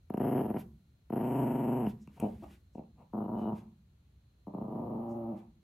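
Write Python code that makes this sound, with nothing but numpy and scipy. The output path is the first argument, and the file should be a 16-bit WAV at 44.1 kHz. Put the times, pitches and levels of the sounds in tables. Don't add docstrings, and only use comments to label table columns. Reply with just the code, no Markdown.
import sys
import numpy as np
from scipy import signal
from scipy.fft import rfft, irfft, next_fast_len
from scipy.io import wavfile

SR = 44100
rng = np.random.default_rng(int(sys.argv[2]) if len(sys.argv) > 2 else 0)


def materialize(psi):
    bounded = np.clip(np.atleast_2d(psi).T, -1, 1)
    quanta = np.round(bounded * 32767).astype(np.int16)
    wavfile.write(sys.argv[1], SR, quanta)


N = 248265
TIME = np.arange(N) / SR


def from_db(db):
    return 10 ** (np.asarray(db) / 20)


def rms_one(x):
    return x / np.sqrt(np.mean(x ** 2) + 1e-20)


def at_hz(rows, hz, axis=1):
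    rows = np.array(rows)
    return np.interp(np.log(hz + 1e-3), np.log(rows[:, 0]), rows[:, axis])


def colour(x, spectrum):
    size = next_fast_len(N + 4096)
    gain = from_db(at_hz(spectrum, np.fft.rfftfreq(size, 1 / SR)))
    return irfft(rfft(x, size) * gain, size)[..., :N]


def noise(spectrum):
    return rms_one(colour(rng.standard_normal(N), spectrum))


def convolve(x, response):
    return signal.fftconvolve(x, response)[:N]


def clicks(times, heights):
    samples = np.clip(np.round(times * SR).astype(int), 0, N - 1)
    return np.bincount(samples, heights, N)


def fading(x, decay_s):
    return signal.lfilter([1], [1, -np.exp(-1 / (decay_s * SR))], x + 1e-18)


def swells(rows):
    return sum(from_db(db) * np.exp(-.5 * ((TIME - s) / half) ** 2) for s, half, db in rows)


def drift(rate=8):
    knots = rng.standard_normal(256)
    return np.interp(TIME * rate, np.arange(len(knots)), knots)


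def throat(times, heights, spectrum, lag_s, knee_hz=1500, size=4096):
    hz = np.fft.rfftfreq(size, 1 / SR)
    cepstrum = irfft(np.log(from_db(at_hz(spectrum, hz))))
    fold = np.r_[1, np.full(size // 2 - 1, 2), np.zeros(size // 2)]
    causal = np.exp(rfft(cepstrum * fold))
    delay = lag_s / (1 + (hz / knee_hz) ** 2)
    slap = irfft(causal * np.exp(-2j * np.pi * np.cumsum(delay) * SR / size))
    middle = np.abs(np.fft.ifft(rfft(slap) * ((hz > 450) & (hz < 1150)), size))
    starts = times - np.argmax(middle) / SR
    slap = slap / np.abs(signal.hilbert(slap)).max()
    return convolve(clicks(starts, -heights), slap)


# [pitch_hz, relative_level_db]
HOUSE_COLOUR = [(25, -22), (45, -8.5), (65, 0), (90, -4), (140, -9), (250, -21), (500, -33), (1000, -39),
                (2000, -42.5), (3700, -42.5), (4150, -40), (5100, -51.5), (6500, -46.5), (8000, -54),
                (12000, -50.5), (16000, -57.5)]
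# [pitch_hz, middle_level_db]
HUM_TONES = [(65, -71), (1400, -103), (4130, -96)]


def background(waver_db=3.0, rumble_db=-61):
    hum = 0
    for hz, db in HUM_TONES:
        level = from_db(db + waver_db * drift())
        hum = hum + level * np.sqrt(2) * np.sin(2 * np.pi * hz * TIME)
    rumble = np.array([noise(HOUSE_COLOUR) for ear in range(2)])
    return from_db(rumble_db) * rumble + hum


# [centre_s, half_length_s, level_db]
BED_STIRS = [(.45, 0.29, -57.5), (1.4, 0.22, -58.5), (1.9, 0.031, -53), (2.35, 0.21, -57),
             (3.4, 0.34, -63.5), (4.75, 0.34, -64.5)]
# [pitch_hz, relative_level_db]
BED_COLOUR = [(25, -24), (50, -7.5), (68, 4), (90, -4.5), (130, -23), (400, -52)]


def bed_stirs():
    return swells(BED_STIRS) * noise(BED_COLOUR)


# [pitch_hz, reflected_db, time_to_fade_60_db_s, left_right_likeness, left_minus_right_db]
ROOM_ECHOES = [(60, -34, 0.64, 0.53, 15), (130, -11.5, 0.93, 0.58, -33.5), (196, -12.5, 0.51, 1, -14),
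               (375, -8, 0.34, 0.99, 13.5), (625, -8.5, 0.21, 0.082, -12), (1060, -3.5, 0.36, 0.06, 1),
               (2950, -6, 0.029, 0.16, 0.5), (12000, -13, 0.62, 0.34, -1)]


def room(x, first_s=0.01):
    t = TIME[:SR]
    out = np.zeros((2, SR))
    edges = np.geomspace(45, 16000, 18)
    for low, high in zip(edges, edges[1:]):
        centre_hz = np.sqrt(low * high)
        db, t60, alike, tilt_db = (at_hz(ROOM_ECHOES, centre_hz, axis=k) for k in range(1, 5))
        alike = np.clip(alike, -1, 1)
        decay = from_db(-60 * t / t60) * (t > first_s)
        tails = rng.standard_normal((2, SR)) * decay / np.linalg.norm(decay)
        band = signal.butter(2, [low, high], "band", fs=SR, output="sos")
        mid, side = signal.sosfilt(band, tails)
        pair = np.sqrt((1 + alike) / 2) * mid + np.sqrt((1 - alike) / 2) * side * [[1], [-1]]
        out += from_db(db + tilt_db * np.array([[.5], [-.5]])) * pair
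    return np.array([convolve(x, ear) for ear in out])


# [pitch_hz, relative_level_db]
FLOOR_COLOUR = [(250, -25), (500, -23), (1000, 0), (3000, -7), (12000, -10.5)]


def floor_bounce(x, left_s=0.0042, right_s=0.0042, level_db=-11):
    echo = from_db(level_db) * colour(x, FLOOR_COLOUR)
    return np.array([np.interp(TIME - delay, TIME, echo) for delay in (left_s, right_s)])


# [pitch_hz, width_hz, level_db]
CORNER_TONES = [(206.4, 3.2, -2), (384, 14, -26), (698, 37, -10), (920, 45, -3), (1335, 17, 3)]


def corner(x):
    out = x
    for hz, width, db in CORNER_TONES:
        out = out + from_db(db) * signal.lfilter(*signal.iirpeak(hz, hz / width, fs=SR), x)
    return out


# [pitch_hz, left_minus_right_db]
LEFT_RIGHT = [(350, 0), (480, 2.5), (700, 5), (1100, 4), (1600, 0), (2200, -1), (4000, .5), (7000, 0)]


def direct_sound(x):
    return np.array([colour(x, [(hz, side * db) for hz, db in LEFT_RIGHT]) for side in (.5, -.5)])


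# [centre_s, half_length_s, level_db]
CLAW_BRUSHES = [(2.025, 0.013, -74.5), (2.755, 0.018, -82.5), (5.112, 0.018, -78)]
# [pitch_hz, relative_level_db]
BRUSH_COLOUR = [(3500, -30), (5000, 0), (7000, 2.5), (9000, -7.5), (14000, -18)]


def brushes():
    return swells(CLAW_BRUSHES) * noise(BRUSH_COLOUR)


# [centre_s, half_length_s, level_db]
SNORT_TIMES = [(.603, 0.017, -57), (1.9, 0.014, -58.5), (2.025, 0.074, -79), (2.155, 0.026, -71),
               (2.3, 0.073, -69), (2.44, 0.029, -69), (2.525, 0.027, -63), (3.41, 0.025, -68),
               (3.58, 0.024, -63.5), (4.08, .11, -89), (5.385, 0.017, -68.5)]
# [pitch_hz, relative_level_db]
SNORT_COLOUR = [(60, -7), (300, 28), (900, -5.5), (1500, 9), (2600, 10.5), (4000, 3), (5500, 0.5),
                (7500, -0.5), (10000, -3), (12500, 3), (13500, -19), (16000, -28.5)]


def snorts():
    return swells(SNORT_TIMES) * noise(SNORT_COLOUR)


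# [centre_s, half_length_s, level_db]
WHISTLE_TIMES = [(2.25, 0.025, -73), (3.24, 0.036, -83), (3.43, 0.048, -70.5), (3.5, 0.0083, -84)]
# [pitch_hz, relative_level_db]
WHISTLE_COLOUR = [(2200, -10), (2750, 1.5), (3000, 16), (3250, -18), (3800, 0.5), (4700, -30), (5500, -30)]


def nose_whistles():
    return swells(WHISTLE_TIMES) * noise(WHISTLE_COLOUR)


# [centre_s, half_length_s, level_db]
CHUFF_TIMES = [(2.177, 0.0058, -51), (2.2025, 0.0026, -44), (2.215, 0.0071, -44), (2.441, 0.0049, -44.5),
               (3.01, 0.021, -58), (3.62, 0.051, -64), (5.37, 0.057, -61.5)]
# [pitch_hz, relative_level_db]
CHUFF_COLOUR = [(40, -20.5), (120, 8), (220, 5), (450, -3), (750, -2.5), (1050, -5), (1300, -16.5),
                (1700, -32), (2700, -20), (3600, -44), (8000, -40.5)]


def chuffs():
    return swells(CHUFF_TIMES) * noise(CHUFF_COLOUR)


# [centre_s, half_length_s, level_db]
EXHALE_TIMES = [(.598, 0.015, -61.5), (1.888, 0.01, -64)]
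# [pitch_hz, relative_level_db]
HISS_COLOUR = [(4000, -35), (6500, -36), (8300, -28), (10200, -18), (11000, -10.5), (12500, -7.5),
               (12950, -7), (13300, -19), (14200, -24), (15500, -34)]


def exhales():
    return swells(EXHALE_TIMES) * noise(HISS_COLOUR)


# [start_s, start_level_db]
BITES = [(0.178, -60), (2.1997, -41)]
# [pitch_hz, relative_level_db]
TOOTH_COLOUR = [(600, -33), (1600, -18), (2700, 27.5), (4000, -10.5), (6000, 11), (9000, 19), (12000, 20),
                (14000, -6), (16000, -10)]


def teeth():
    s, db = np.transpose(BITES)
    return fading(clicks(s, from_db(db)), decay_s=0.0024) * noise(TOOTH_COLOUR)


# [peak_s, peak_db]
SMACK_TIMES = [(2.0767, -41.5), (2.51, -51), (2.838, -57)]
# [pitch_hz, relative_level_db]
SMACK_COLOUR = [(60, -20.5), (190, 15), (400, -2.5), (700, -16), (1100, -10), (1700, -33.5), (2700, -13),
                (3300, -46), (6000, -35.5)]


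def smacks():
    s, db = np.transpose(SMACK_TIMES)
    return throat(s, from_db(db), SMACK_COLOUR, lag_s=0.0039, knee_hz=710)


POSE_TIMES = [2, 3, 4]


def pose_at(times):
    return np.digitize(times, POSE_TIMES)


# [rasp_db, hiss_db, gargle_db]
POSE_BREATH = [(-58, -64.5, -55.5), (-74.5, -84.5, -59.5), (-80, -80, -54.5), (-76.5, -82.5, -61)]
BREATH_STARTS = [.2, 1.13, 3.14, 4.54]
# [pitch_hz, relative_level_db]
RASP_COLOUR = [(500, 0), (900, 13), (1400, 8.5), (2400, 3), (2900, 6), (3300, -2.5), (3700, -47),
               (5300, -11.5), (6500, -45)]
GARGLE_COLOUR = [(120, -14.5), (300, 1), (650, 2.5), (1000, -0.5), (1250, -8), (1600, -46), (3000, -59.5)]
GAPING_HISS_COLOUR = [(4000, -56), (6900, -22.5), (7500, -17.5), (8600, -16.5), (9500, -20), (10400, -11.5),
                      (11400, -9.5), (12550, -3), (13000, -8.5), (13300, -25), (14100, -28), (15500, -40)]


def mouth_air(times, heights, lead_s=0.0052, puff_s=0.0034, linger_s=0.027,
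              rasp_leak=0.14, hiss_leak=0.33, gargle_leak=0.32,
              db_per_slap_db=0.97, fade_db_per_s=7, last_puff_db=16.5):
    pose = pose_at(times)
    usual = np.bincount(pose, heights) / np.bincount(pose)
    spent_s = sum((times - s) * (times > s) * (times < s + .85) for s in BREATH_STARTS)
    push = (heights / usual[pose]) ** db_per_slap_db * from_db(-fade_db_per_s * spent_s)
    ahead = times - times[:, None]
    followed = ((ahead > 0) & (ahead < .1)).any(1)
    slaps_before = ((ahead < 0) & (ahead > -.2)).sum(1)
    last = ~followed & (slaps_before > 10)
    rasp, hiss, gargle = from_db(POSE_BREATH)[pose].T
    gaping = (times > FIERCE_CURVE[0][0]) & (times < FIERCE_CURVE[-1][0])
    layers = ((rasp * from_db(last_puff_db * last), RASP_COLOUR, rasp_leak),
              (gargle, GARGLE_COLOUR, gargle_leak),
              (hiss * ~gaping, HISS_COLOUR, hiss_leak),
              (hiss * gaping, GAPING_HISS_COLOUR, hiss_leak))
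    out = 0
    for gain, spectrum, leak in layers:
        puffs = clicks(times - lead_s, push * gain)
        flow = fading(puffs, puff_s) + leak * fading(puffs, linger_s)
        white = rng.standard_normal(N)
        out = out + colour(white * flow, spectrum) / np.std(colour(white, spectrum))
    return out


# [start_s, starting_pitch_hz, level_before_fades_db]
RELEASE_HUMS = [(0.573, 195, -29.5), (1.872, 209, -20), (2.273, 222.6, -30.5), (3.534, 203.4, -28.5),
                (5.335, 211, -32.5)]


def releases(attack_s=0.0025, decay_s=0.0092, sag=0.16, sag_s=.025):
    out = 0
    for s, hz, db in RELEASE_HUMS:
        t = np.maximum(TIME - s, 0)
        pitch = hz * (1 - sag * (1 - np.exp(-t / sag_s)))
        level = from_db(db) * (1 - np.exp(-t / attack_s)) * np.exp(-t / decay_s)
        out = out + level * np.sin(2 * np.pi * np.cumsum(pitch * (t > 0)) / SR)
    return out


# [start_s, slap_count, middle_pitch_hz, middle_level_db]
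GROWL_BURSTS = [(0.1051, 1, 111, -26.5), (0.1444, 1, 110, -23), (0.1781, 1, 110, -23.5),
                (0.2038, 3, 126.9, -22.5), (0.2346, 4, 132.7, -23.5), (0.2689, 5, 128.3, -24),
                (0.3152, 4, 130, -23.5), (0.352, 5, 128.9, -24.5), (0.3944, 4, 130, -23.5),
                (.426, 1, 111, -33.5), (0.4384, 4, 110.3, -26.5), (0.4857, 1, 110, -35),
                (.4957, 3, 110.8, -26), (0.5451, 1, 116, -23.5), (0.5557, 3, 117.5, -29),
                (1.1052, 1, 110, -26.5), (1.128, 2, 116, -25), (1.1496, 1, 109.5, -36.5),
                (1.1636, 3, 124.8, -24.5), (1.195, 4, 117.7, -26), (2.2129, 1, 110, -41),
                (2.2268, 3, 111.6, -22.5), (2.2544, 2, 105.3, -26), (2.273, 1, 110, -35),
                (2.425, 7, 334.4, -43.5), (2.7559, 1, 110, -37), (2.782, 2, 78.6, -35),
                (3.137, 3, 112.7, -32), (3.1699, 3, 108.2, -30.5), (3.2072, 3, 105.2, -30.5),
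                (3.2429, 3, 108, -32.5), (3.2839, 3, 113.6, -30.5), (3.3187, 5, 111.7, -32.5),
                (3.368, 4, 109.1, -31.5), (3.4169, 4, 112.6, -32), (3.458, 6, 109.4, -30),
                (3.5134, 3, 111.3, -34.5), (4.4717, 2, 99.9, -37.5), (4.539, 2, 99, -35),
                (4.5756, 2, 102, -33), (4.6151, 2, 114.4, -33), (4.6452, 2, 109.5, -34),
                (4.683, 2, 107.5, -34.5), (4.7069, 4, 112.5, -33), (4.751, 3, 115.8, -34.5),
                (4.778, 4, 117.9, -33.5)]


def burst_slaps(jitter_s=.0001, shimmer_db=1.55, arch_db=2.5, rise_db=1.5, quicken=0.062):
    times, heights = [], []
    for s, slaps, hz, db in GROWL_BURSTS:
        k = np.arange(round(slaps))
        along = (k + .5) / len(k)
        arch = np.sin(np.pi * along)
        arch -= arch.mean()
        chance = rng.standard_normal((len(k), 2))
        times.append(s + (k + 2 * quicken * arch) / hz + jitter_s * chance[:, 0])
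        level_db = db + arch_db * arch + rise_db * (along - .5) + shimmer_db * chance[:, 1]
        heights.append(from_db(level_db))
    return np.concatenate(times), np.concatenate(heights)


# [pitch_hz, relative_level_db]
BARED_COLOUR = [(55, -53.5), (100, -15), (170, -4.5), (215, -1.5), (280, -5.5), (390, -7.5), (550, -18),
                (720, -15), (990, -26.5), (1170, -33), (1400, -39), (1800, -41.5), (3000, -62),
                (3500, -84.5), (4000, -106)]
SMOTHERED_COLOUR = [(55, -24.5), (100, -8.5), (165, 2), (215, 5.5), (280, 1), (400, -5), (500, -8.5),
                    (720, -8.5), (950, -19), (1120, -42.5), (1500, -67.5), (2700, -36), (3300, -64),
                    (4000, -85)]
TURNED_AWAY_COLOUR = [(55, -58.5), (100, -13), (165, -6), (215, 2.5), (270, -9), (330, -5), (480, -16.5),
                      (700, -14.5), (950, -19.5), (1250, -29), (1600, -47), (3000, -80), (4000, -96.5)]
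LOW_COLOUR = [(55, -74.5), (100, -16), (160, 3.5), (220, 0.5), (300, -2.5), (480, -13), (640, -12.5),
              (950, -18.5), (1200, -26), (1600, -62), (2200, -86.5), (4000, -100)]
POSE_LAGS = [0.00589, 0.008, 0.0061, 0.0099]


def choppy_growls(times, heights):
    pose = pose_at(times)
    colours = (BARED_COLOUR, SMOTHERED_COLOUR, TURNED_AWAY_COLOUR, LOW_COLOUR)
    return sum(throat(times, heights * (pose == k), spectrum, POSE_LAGS[k])
               for k, spectrum in enumerate(colours))


def rolling_slaps(curve, jitter_s, shimmer_db, second_at=0.429, flutter_db=2.8, flutter_bend=.12):
    s, *columns = np.transpose(curve)
    hz, db, flutter_hz, depth, second = (np.interp(TIME, s, c) for c in columns)
    sounding = (TIME >= s[0]) & (TIME < s[-1])
    flutter = -depth * np.cos(2 * np.pi * np.cumsum(flutter_hz * sounding) / SR)
    cycles = np.cumsum(hz * (1 + flutter_bend * flutter) * sounding) / SR
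    at = np.flatnonzero(np.diff(np.ceil(cycles)))
    chance = rng.standard_normal((len(at), 3))
    times = TIME[at] + jitter_s * chance[:, 0]
    heights = from_db(db[at] + flutter_db * flutter[at] + shimmer_db * chance[:, 1])
    second_times = times + second_at / hz[at] + jitter_s * chance[:, 2]
    return (times, heights), (second_times, heights * second[at])


# [time_s, middle_pitch_hz, middle_level_db, flutter_per_s, flutter_depth_0_to_1,
#             second_slap_strength_0_to_1]
SOFT_CURVE = [(4.82, 113.7, -34.5, 32.7, .55, 0), (4.89, 112.4, -34.5, 25.1, 1, 0),
              (4.96, 113.5, -34.5, 25.1, .64, 0), (5.03, 116.8, -33.5, 23.8, .37, 0),
              (5.11, 115.3, -32.5, 23.2, .15, 0), (5.14, 114.1, -33, 20.4, .45, 0),
              (5.165, 115.3, -32, 20.4, .35, 0), (5.2, 116, -32.5, 23.5, .12, 0),
              (5.25, 112.3, -32.5, 24.6, 0, 0), (5.3, 115.7, -33, 24.6, .12, 0),
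              (5.332, 104.7, -35, 24.5, 0, 0), (5.36, 100, -45, 24.5, 0, 0)]
# [pitch_hz, relative_level_db]
OPEN_COLOUR = [(55, -53.5), (115, -7.5), (230, 3), (345, -1), (460, -17), (575, -8.5), (690, -19.5),
               (810, -6.5), (950, -23.5), (1250, -26.5), (1600, -60), (4000, -99)]
CLOSED_COLOUR = [(55, -67), (115, -9), (230, 3), (345, 1.5), (460, -21), (575, -5.5), (690, -17),
                 (810, -8.5), (950, -24.5), (1250, -28.5), (1600, -57), (4000, -87.5)]


def settling_growl(times, heights, clear_s=5.0, clear_width_s=.04, close_s=5.135, close_width_s=.012):
    clear = .5 + .5 * np.tanh((times - clear_s) / clear_width_s)
    shut = .5 + .5 * np.tanh((times - close_s) / close_width_s)
    shares = ((1 - clear, LOW_COLOUR), (clear * (1 - shut), OPEN_COLOUR), (clear * shut, CLOSED_COLOUR))
    return sum(throat(times, heights * share, spectrum, POSE_LAGS[-1]) for share, spectrum in shares)


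# [time_s, middle_pitch_hz, middle_level_db, flutter_per_s, flutter_depth_0_to_1,
#               second_slap_strength_0_to_1]
FIERCE_CURVE = [(1.231, 121.3, -25.5, 31.7, .54, .2), (1.28, 124.5, -26, 28.1, .52, .16),
                (1.33, 126.8, -25, 25.5, .88, .22), (1.385, 136.9, -24, 28.1, .39, .34),
                (1.44, 123.8, -24.5, 22.3, .95, .39), (1.5, 122.2, -25.5, 25.4, .82, .29),
                (1.55, 121.7, -26, 23.4, 1, .25), (1.6, 128.8, -26, 21.6, .73, .25),
                (1.65, 117.9, -25.5, 24.3, .94, .25), (1.71, 121.3, -24.5, 24, 1, .23),
                (1.78, 127.7, -25, 24.2, .32, .09), (1.83, 114.5, -26, 28.5, .53, .05),
                (1.875, 100.3, -26.5, 30.8, .41, .05)]
# [pitch_hz, relative_level_db]
GAPING_COLOUR = [(55, -52.5), (90, -24), (125, -6.5), (175, 3), (215, 1), (270, -6.5), (390, -8),
                 (550, -19), (710, -15), (830, -20.5), (990, -21), (1170, -35), (1400, -39), (1800, -44),
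                 (3000, -44.5), (3500, -93.5), (4000, -106)]


def fierce_growl(times, heights):
    return throat(times, heights, GAPING_COLOUR, POSE_LAGS[0])


POSE_ROOM_LEVELS = [-2.5, 0.5, 0.5, 4]


def scene():
    choppy = burst_slaps()
    soft, soft_second = rolling_slaps(SOFT_CURVE, jitter_s=.00007, shimmer_db=.7)
    fierce, fierce_second = rolling_slaps(FIERCE_CURVE, jitter_s=.00005, shimmer_db=.5)
    voice = choppy_growls(*choppy)
    voice = voice + settling_growl(*np.hstack([soft, soft_second]))
    voice = voice + fierce_growl(*np.hstack([fierce, fierce_second]))
    air = mouth_air(*np.hstack([choppy, fierce, soft]))
    nose_and_breath = snorts() + nose_whistles() + chuffs() + exhales()
    dogs = voice + releases() + air + nose_and_breath + smacks() + brushes() + teeth()
    outward = dogs * from_db(POSE_ROOM_LEVELS)[pose_at(TIME)]
    heard = direct_sound(corner(dogs)) + floor_bounce(dogs) + room(outward)
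    return heard + bed_stirs() + background()


def record(dry, narrow_below_hz=430, low_cut_hz=42, top_cut_hz=15750):
    mid, side = (dry[0] + dry[1]) / 2, (dry[0] - dry[1]) / 2
    side = colour(side, [(narrow_below_hz / 2, -24), (narrow_below_hz, 0)])
    mid = colour(mid, [(low_cut_hz / 2, -16), (low_cut_hz, 0)])
    top_cut = signal.ellip(10, .1, 80, top_cut_hz, fs=SR, output="sos")
    return signal.sosfilt(top_cut, [mid + side, mid - side])


dry = scene()
out = record(dry)
materialize(out)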